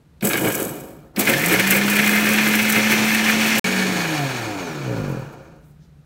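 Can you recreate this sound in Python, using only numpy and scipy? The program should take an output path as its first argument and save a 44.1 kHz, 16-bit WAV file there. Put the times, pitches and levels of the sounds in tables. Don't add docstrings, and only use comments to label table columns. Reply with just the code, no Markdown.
import sys
import numpy as np
from scipy import signal
from scipy.io import wavfile
from scipy.ndimage import uniform_filter1d

SR = 44100
rng = np.random.default_rng(int(sys.argv[2]) if len(sys.argv) > 2 else 0)


def master_out(mix):
    frames = np.transpose(np.atleast_2d(mix))
    ceiling = np.clip(frames, -1, 1)
    pcm = np.round(ceiling * 32767).astype(np.int16)
    wavfile.write(sys.argv[1], SR, pcm)


def gain_from_decibels(decibels):
    exponent = np.asarray(decibels, float) / 20
    return 10 ** exponent


N = 266805

# centre in Hz, width in Hz, height above the colour in dB.
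BASE_MODES = [(57, 11, 6.6), (111.7, 20, 9.4), (141.3, 4.7, 11), (192, 43, 4.7), (224, 12, 2.5),
              (324.3, 42, 4.2), (431, 75, 3.9), (540.8, 17, 9.9), (725, 100, 7.6), (931, 36, 9.6)]
# time in seconds, speed in turns per second.
RUN_DOWN_SPEED = [(3.64, 189), (3.86, 188.5), (3.95, 182), (4.05, 167.5), (4.2, 144.5), (4.3, 131.5),
                  (4.45, 112), (4.6, 93), (4.7, 80.8), (4.8, 70.5), (4.9, 61), (5, 53), (5.1, 45.5),
                  (5.3, 33), (5.6, 16)]
# speed in turns per second, rms level in dB.
HUM_LEVEL = [(30, -65), (50, -41), (75, -60), (110, -38.5), (125, -36), (138, -25.5), (155, -31.5),
             (185, -26), (207, -21.5), (214, -21.5), (220, -23.5)]
SLOTS = 12


def evened(x):
    return x / np.sqrt(np.mean(x ** 2) + 1e-20)


def read(points, hz):
    f, value = np.transpose(points)
    return np.interp(np.log(hz + 1), np.log(f + 1), value)


def curve(rows, size):
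    t = np.arange(size) / SR
    s, *columns = np.transpose(rows)
    return [np.interp(t, s, c) for c in columns], (t >= s[0]) & (t < s[-1])


def bumps_db(hz, modes):
    return sum(d / (1 + (2 * (hz - f) / w) ** 2) for f, w, d in modes)


def coloured(x, colour, modes=()):
    hz = abs(np.fft.fftfreq(16384, 1 / SR))
    db = read(colour, hz) + bumps_db(hz, modes)
    minimum_phase = np.exp(np.conj(signal.hilbert(np.log(gain_from_decibels(db)))))
    taps = np.fft.ifft(minimum_phase).real[:8192]
    return signal.oaconvolve(x, taps / np.linalg.norm(taps))[:N]


def slow_noise(width_s):
    window = signal.windows.hann(int(width_s * SR) + 3)
    return evened(signal.oaconvolve(rng.standard_normal(N), window, "same"))


def grains(per_s, spread_db, clump_db, clump_s, hiss):
    size = gain_from_decibels(spread_db * np.minimum(rng.exponential(1, N), 4)) * rng.standard_normal(N)
    hits = evened(size * (rng.random(N) < per_s / SR))
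    clumps = slow_noise(clump_s)
    return evened(gain_from_decibels(clump_db * clumps) * (hits + hiss * rng.standard_normal(N)))


def impulses(events):
    train = np.zeros(N)
    s, db = np.transpose(events)
    train[(s * SR).astype(int)] = gain_from_decibels(db)
    return train


def bursts(events, rise_s, t60_s):
    t = np.arange(SR // 4) / SR
    shape = (1 - np.exp(-t / rise_s)) * gain_from_decibels(-60 * t / t60_s)
    return signal.oaconvolve(impulses(events), shape)[:N]


def swell(peak_s, half_s):
    return np.exp(-((np.arange(N) / SR - peak_s) / half_s) ** 2)


def shaft_tone(hz, db, waver_db, waver_s):
    waver = slow_noise(waver_s)
    cycles = np.cumsum(hz) / SR + rng.random()
    return np.sqrt(2) * gain_from_decibels(db + waver_db * waver) * np.sin(2 * np.pi * cycles)


def once_a_turn(turns, speed, db, uneven_db, scatter):
    at = np.flatnonzero(np.diff(np.floor(turns)))
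    size, late = rng.standard_normal((len(at), 2)).T
    train = np.zeros(N)
    moved = np.clip(at + scatter * late * SR / speed[at], 0, N - 1).astype(int)
    train[moved] = np.sqrt(SR / speed[at]) * gain_from_decibels(db[at] + uneven_db * size)
    return train


def kitchen():
    # frequency in Hz, relative density in dB per Hz.
    room_colour = [(18, -46), (30, -16.5), (74, -4.5), (104, -21), (150, -5.5), (242, -19.5), (1120, -37),
                   (1210, -34.5), (3380, -44.5), (4070, -42.5), (4530, -47), (12700, -52.5), (16500, -57.5)]
    # centre in Hz, width in Hz, height above the colour in dB.
    room_modes = [(115, 10, 6), (148, 12, 9)]
    # peak in seconds, half length in seconds, level in dB, band centre in Hz.
    rustle_rows = [(5.564, 0.0086, -70, 11000), (5.68, 0.062, -67, 11000), (5.64, .01, -72, 6400),
                   (5.72, 0.01, -71, 6000), (5.84, .045, -67.5, 4500)]
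    room_db = -48.5
    grain = grains(4000, 2.0, 1.3, .015, 1.0)
    rustle = 0
    for peak_s, half_s, db, hz in rustle_rows:
        band = [(.4 * hz, -18), (.75 * hz, 0), (1.4 * hz, 0), (2.2 * hz, -15)]
        rustle = rustle + coloured(gain_from_decibels(db) * swell(peak_s, half_s) * grain, band)
    return gain_from_decibels(room_db) * coloured(rng.standard_normal(N), room_colour, room_modes) + rustle


def starts():
    # time in seconds, relative level in dB.
    click_rows = [(0.2084, -28.5), (1.1615, -21)]
    # time in seconds, level in dB.
    jolts = [(.226, -10), (.247, -8), (1.175, -11), (1.191, -10.5)]
    # frequency in Hz, relative level in dB, t60 in seconds.
    jolt_modes = [(210, 2, 0.11), (335, 0, 0.044)]
    t = np.arange(SR // 4) / SR
    ring = sum(gain_from_decibels(d - 60 * t / t60) * np.sin(2 * np.pi * f * t) for f, d, t60 in jolt_modes)
    kicks = signal.oaconvolve(impulses(jolts), ring * (1 - np.exp(-t / 0.0069)))[:N]
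    click = bursts(click_rows, 0.00034, 0.04) * rng.standard_normal(N)
    snap = [(700, -25), (2500, 2.5), (5000, 1.5), (7500, -15), (16000, -15)]  # Hz, relative dB
    return kicks + 0.56 * coloured(click, snap)


def load():
    # time in seconds, effort in dB re full.
    effort_tables = [
        [(.222, -8), (.25, -0.5), (.6, -1), (.88, -16.5), (1.12, -34)],
        [(1.135, -40), (1.165, -24), (1.195, 0.5), (3.6, 0)],
        [(3.64, 0.5), (3.95, -1.5), (4.22, -4.5), (4.55, -11), (4.85, -14), (5.1, -14), (5.24, -21.5),
         (5.48, -32.5), (5.64, -46), (5.75, -60)],
    ]
    # thud, chatter, churn and grit at full effort, in dB before the mix.
    full_db = [(-25, -34, -39, -26.5), (-25, -28, -28, -32), (-28, -26, -24.5, -42)]
    # change of thud, chatter, churn and grit in dB per dB of effort.
    follows = [(0.81, 1.5, 1, 1.39), (.6, 1.3, 1.36, 1.2), (0.59, 1.18, 0.88, 0.96)]
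    # thud, chatter, churn and grit in dB per second.
    finer_db_per_s = (-1.5, 1.87, 2.5, -1)
    # peak in seconds, half length in seconds,
    # then base, jar and wall change in dB.
    surges = [(0.255, 0.013, 6.5, 11, 9), (.31, 0.0098, -4, 12, 0), (0.35, 0.041, 4, 8.5, -1.5),
              (0.476, 0.039, 7, 9.5, 0), (0.552, 0.0059, -5, 4, 8), (0.598, 0.02, 4.5, 7, -2),
              (0.688, 0.018, 1.5, 2, 1), (1.199, 0.032, 9, -18, 13.5), (1.25, 0.029, -2.5, -10, 0),
              (1.277, 0.0064, 4, 9, 4.5), (1.298, 0.018, 7.5, 2.5, 12), (1.336, 0.0069, 1, 8, 4),
              (1.444, 0.051, -0.7, 5.5, 4), (1.532, 0.029, 7.5, 11.5, 10), (1.6, 0.013, 6, 13.5, 7),
              (1.716, 0.03, 1.5, 7.5, 8.5), (1.767, 0.038, 1, 10, 7.5), (1.85, 0.021, 1.8, -3.5, -4),
              (1.9, .04, -0.3, 3.5, 3.5), (1.972, 0.032, 0.5, 6, 0), (2.085, 0.16, 0.7, 5.5, 5.5),
              (2.31, 0.2, 1.1, 4, 2.5), (2.575, 0.14, -0.7, 4, 5), (2.7, 0.0072, -6, 3, 13),
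              (2.768, 0.026, 6.5, 10, 6), (2.927, 0.024, 4.5, 8, 8.5), (2.988, 0.051, 1.5, 1.5, 0),
              (3.11, 0.032, .1, 6.5, 6.5), (3.29, .03, 1, 10, 5), (3.428, 0.051, 4, 0.5, 1),
              (3.48, 0.044, -0.5, 4.5, 4), (3.587, .03, 4, -4.5, 4.5), (5.105, .02, -2, 0.5, 6),
              (5.2, 0.014, 1, -2, 6), (5.335, .012, 1, -2, 9)]
    base, jar, wall = sum(np.outer(db, swell(s, half_s)) for s, half_s, *db in surges)
    surge_db = np.array([base, jar, 0.36 * base, wall])
    runs = [curve(rows, N) for rows in effort_tables]
    ground_s = runs[1][1] * (np.arange(N) / SR - effort_tables[1][0][0])
    db = surge_db + np.outer(finer_db_per_s, ground_s)
    gains = 0
    for ((effort,), on), full, share in zip(runs, full_db, follows):
        gains = gains + on * gain_from_decibels(db + np.reshape(full, (-1, 1)) + np.outer(share, effort))
    return gains, runs


def chopping():
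    # frequency in Hz, relative level in dB.
    base_colour, jar_colour, wall_colour = [(40, -46.5), (60, -12), (80, -19), (125, -4.5), (300, 3),
                                            (560, -3.5), (900, -13), (1400, -10), (3000, -41)], [(500, -42.5), (1200, -13.5), (1500, -7.5),
                                                          (2600, -7.5), (2900, -13), (3600, -19),
                                                          (6000, -29)], [(2000, -19), (4500, -15), (6000, -7),
                                                                       (8000, -1), (10000, -3.5),
                                                                       (11500, 0), (14500, 0), (15600, 1.5),
                                                                       (17000, 2.5)]
    # centre in Hz, width in Hz, then height in dB with whole grains, chips, meal.
    jar_modes = [(1450, 90, 1, 3, 5), (1640, 150, 10, 4, 8), (1770, 100, 1, 8, 9), (2090, 50, 1, 10, 1),
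                 (2250, 100, 8, 6, 6), (2440, 90, 8, 7, 5), (2700, 120, -8, 1, -2), (2910, 90, 10, 5, 4),
                 (3150, 150, 7, 2, 1), (3400, 110, 5, 6, 3), (1950, 120, -6, -.5, -3), (4150, 500, 0, 2, 3),
                 (4830, 300, -2, -4, -3), (5900, 900, -2, 2, -1), (3830, 120, 8, 1, 3),
                 (4480, 220, 6, 4, 6), (5030, 80, 8, 0, 0), (5170, 120, 0, 4, 0), (5370, 70, 9, 0, 2),
                 (5920, 80, 11, 5, 2), (6340, 80, 8, 0, 2), (6570, 170, 0, 0, 6), (6910, 70, 10, 4, 3)]
    # centre in Hz, width in Hz, height in dB before the run's share.
    wall_modes = [(7880, 330, 5), (8700, 200, 3), (11250, 350, 5), (12450, 200, 2), (12850, 280, 4),
                  (14400, 300, 3)]
    wall_ring = (1.5, .8, .3)
    # frequency in Hz, relative dB per Hz.
    churn_colour, slow_churn_colour = [(350, -29.5), (600, -29.5), (697, -7.5), (1090, -8.5), (1520, -7),
                                       (2410, -3), (2690, -6), (4100, -10.5), (4760, -11), (6260, -11.5),
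                                       (15600, -23.5)], [(350, -47), (600, 0), (954, 2.5), (1080, -3.5),
                                                      (1400, 0), (1910, -21), (2410, -7.5), (3390, -21),
                                                      (6010, -17), (9000, -27), (11000, -39),
                                                      (15600, -46.5)]
    # time in seconds, level in dB before the mix, churning burst in dB re it.
    cracks = [(0.23, -28, -4), (0.2707, -4.5, -24), (0.291, -10, -18), (0.3122, -31, -19),
              (0.3326, -18, 9.5), (0.372, -11.5, -24), (0.4299, -34, 0), (0.4588, -16, -17),
              (0.4802, -16.5, -11), (0.5237, -14, -33), (0.55, -13, -26), (0.5995, -12, -21),
              (0.6923, -21, -13), (1.1636, -22.5, -8.5), (1.193, -7, -9), (1.253, -13.5, -17),
              (1.2936, -8, -12), (1.3934, -16, -13.5), (1.46, -6, -25), (1.483, -10, -16.5),
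              (1.5963, -10, -19), (1.6742, -8, -18.5), (1.707, 0.5, -22.5), (1.7469, -16.5, -12),
              (1.8681, -16.5, -16), (1.8986, -9, -11), (1.9643, -12, -15.5), (2.0628, -23, 16),
              (2.1106, -15.5, -14), (2.148, -19, -5), (2.2885, -9, -15), (2.3344, -10.5, -18.5),
              (2.4753, -13, -21), (2.552, -7.5, -10), (2.6962, -18, -15), (2.7232, -6, -14),
              (3.1467, -12.5, -19), (3.4412, -22, -14), (3.5618, -27, -11), (3.5828, -8, -26)]
    # time in seconds, level in dB before the mix.
    knocks = [(0.2234, -18), (0.2708, -18), (0.3072, -11), (0.339, -10), (0.375, -9.5), (0.4618, -21),
              (0.4997, -11.5), (1.1697, -13.5), (1.2722, -2), (1.2964, -2.5), (1.336, -4), (1.4082, -21),
              (1.4341, -9.5), (1.498, -11.5), (1.5953, -4), (1.6387, -9.5), (1.6676, -3), (1.7185, -18.5),
              (1.8118, -11.5), (1.8796, -6), (1.951, -9), (1.9834, -21), (2.0377, -8), (2.1555, -8),
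              (2.2662, -6), (2.2907, -24), (2.346, -11), (2.383, -2.5), (2.4743, -15), (2.5344, -4.5),
              (2.647, -13), (2.7297, -16), (2.7581, -14), (2.8709, -4), (2.905, -12), (2.9302, -24),
              (2.99, -13), (3.0544, -13), (3.0824, -26), (3.1492, -5), (3.1961, -13), (3.2756, -22),
              (3.5214, -24), (3.5723, -7.5)]

    gains, runs = load()
    thud, chatter, churn, grit = uniform_filter1d(gains, 200)
    s, crack_db, rel_db = np.transpose(cracks)
    noise = rng.standard_normal((3, N))
    crack = bursts(np.c_[s, crack_db], 0.00016, 0.041) * noise[0]
    churn_burst = bursts(np.c_[s, crack_db + rel_db], .0006, 0.022) * noise[1]
    knock = bursts(knocks, 0.00096, 0.068) * noise[2]
    grit = 1.14 * grit * grains(3000, 4.5, 1.5, 0.011, 1.0) + .5 * crack
    churn = churn * grains(5000, 1.3, 0.99, 0.039, 2.0) + 0.65 * churn_burst
    chatter = 0.83 * chatter * grains(1500, 1.0, 2.7, 0.018, 0.93) + 0.35 * knock
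    thud = uniform_filter1d(thud, 1300)
    thud = 0.92 * thud * grains(800, 0.4, 1.0, 0.065, 1.76)

    speed = curve(RUN_DOWN_SPEED, N)[0][0]
    fast = np.clip(speed / 150 - .3, 0, 1)
    out = coloured(thud, base_colour, BASE_MODES)
    for k, (_, on) in enumerate(runs):
        modes = [(f, w, db[k]) for f, w, *db in jar_modes]
        steel = [(f, w, db * wall_ring[k]) for f, w, db in wall_modes]
        out = out + coloured(chatter * on, jar_colour, modes)
        out = out + coloured(churn * on * np.sqrt(fast), churn_colour, modes)
        out = out + coloured(grit * on, wall_colour, modes + steel)
    return out + coloured(churn * np.sqrt(1 - fast), slow_churn_colour, modes)


def steady():
    # time in seconds, shaft speed in turns per second.
    spin_up = [(1.27, 108), (1.35, 136), (1.45, 168), (1.55, 182), (1.65, 193), (1.8, 202), (2, 208),
               (2.3, 213), (2.7, 215.5), (3.1, 217.5), (3.6, 219.5)]
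    (speed,), on = curve(spin_up, N)
    shaft = shaft_tone(speed, read(HUM_LEVEL, speed), 0.31, 0.085)
    slots = shaft_tone(SLOTS * speed, -34, 3.7, 0.014)
    return uniform_filter1d(on * 1., 400) * (shaft + slots)


def coasting():
    # speed in turns per second, level in dB.
    shudder_law, whine_law = [(16, -58), (32, -44), (40, -31), (52, -27), (63, -29), (69, -43), (87, -41),
                              (130, -48), (170, -57)], [(42, -75), (56, -54), (70, -48), (88, -45.5), (134, -50),
                                                  (186, -62)]
    # multiple of the shaft, relative level in dB.
    whine_orders = [(48, -1), (72, 1), (96, -6)]
    # frequency in Hz, gain in dB.
    whine_body = [(2500, -14), (3600, 0), (4300, -12), (5000, -12), (5900, 0), (6600, -1), (8000, -7),
                  (11000, -20)]
    # frequency in Hz, relative level in dB.
    shudder_colour = [(30, -25), (60, -30), (125, 7), (300, -3.5), (550, -0.5), (620, -19), (1200, -43)]
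    # frequency in Hz, rms level in dB.
    buzz_rows = [(236.9, -32.5), (328.4, -40.5), (425.3, -34)]
    overtone_orders, overtone_db = (2, 3, 4, 5, 6, 7), (-44.5, -46, -51, -48, -60, -51)
    # centre in Hz, width in Hz, height in dB.
    overtone_rings = [(130, 40, 13), (250, 50, 5), (305, 65, 13), (425, 60, 8), (540, 40, 9), (720, 90, 17)]

    t = np.arange(N) / SR
    (speed,), on = curve(RUN_DOWN_SPEED, N)
    shudder_db, whine_db = read(shudder_law, speed), read(whine_law, speed)
    turns = np.cumsum(speed) / SR

    overtones = 0
    for k, db in zip(overtone_orders, overtone_db):
        overtones = overtones + shaft_tone(k * speed, db + bumps_db(k * speed, overtone_rings), 1.5, .05)
    gliding = (t > 3.95) & (t < 5.15)

    growl = .4 * gain_from_decibels(shudder_db) * rng.standard_normal(N)
    pulses = once_a_turn(turns, speed, shudder_db, 0.98, 0.019)
    shudder = coloured(on * (pulses + growl), shudder_colour, BASE_MODES)

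    blur = np.cumsum(rng.standard_normal(N)) * 4e-5
    whine = 0
    for k, db in whine_orders:
        whine_gain = gain_from_decibels(whine_db + db + read(whine_body, k * speed))
        whine = whine + whine_gain * np.sin(2 * np.pi * k * (turns + blur))

    powered = np.clip((4.1 - t) / 0.2, 0, 1)
    buzz = sum(shaft_tone(np.full(N, f), db, 1.5, .05) for f, db in buzz_rows)
    slots = shaft_tone(SLOTS * speed, -36.5, 3.7, 0.0087)
    shaft = shaft_tone(speed, read(HUM_LEVEL, speed), 0.64, 0.033)
    tones = uniform_filter1d(on * 1., 400) * (shaft + whine + powered * (buzz + slots))
    return shudder + tones + uniform_filter1d(gliding * 1., 3000) * overtones


def scene():
    return (kitchen() + starts() + chopping() + steady() + coasting())[None]


def roll_off(x):
    return signal.sosfilt(signal.butter(12, 16860, fs=SR, output="sos"), x)


def record(dry):
    # centre in Hz, width in Hz, height in dB.
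    mic_dip = [(10260, 340, -3.5)]
    dropout_s = (3.5952, 3.6428)
    t = np.arange(N) / SR
    heard = coloured(dry[0], [(20, 0.0088), (20000, 0)], mic_dip)
    heard = .95 * np.tanh(heard / .95)
    low_pass = signal.firwin(1023, 15790, window=("kaiser", 9), fs=SR)
    heard = signal.oaconvolve(heard, low_pass, "same")
    sounding = (t < dropout_s[0]) | (t > dropout_s[1])
    return roll_off((heard * sounding)[None])


dry = scene()
out = record(dry)
master_out(out)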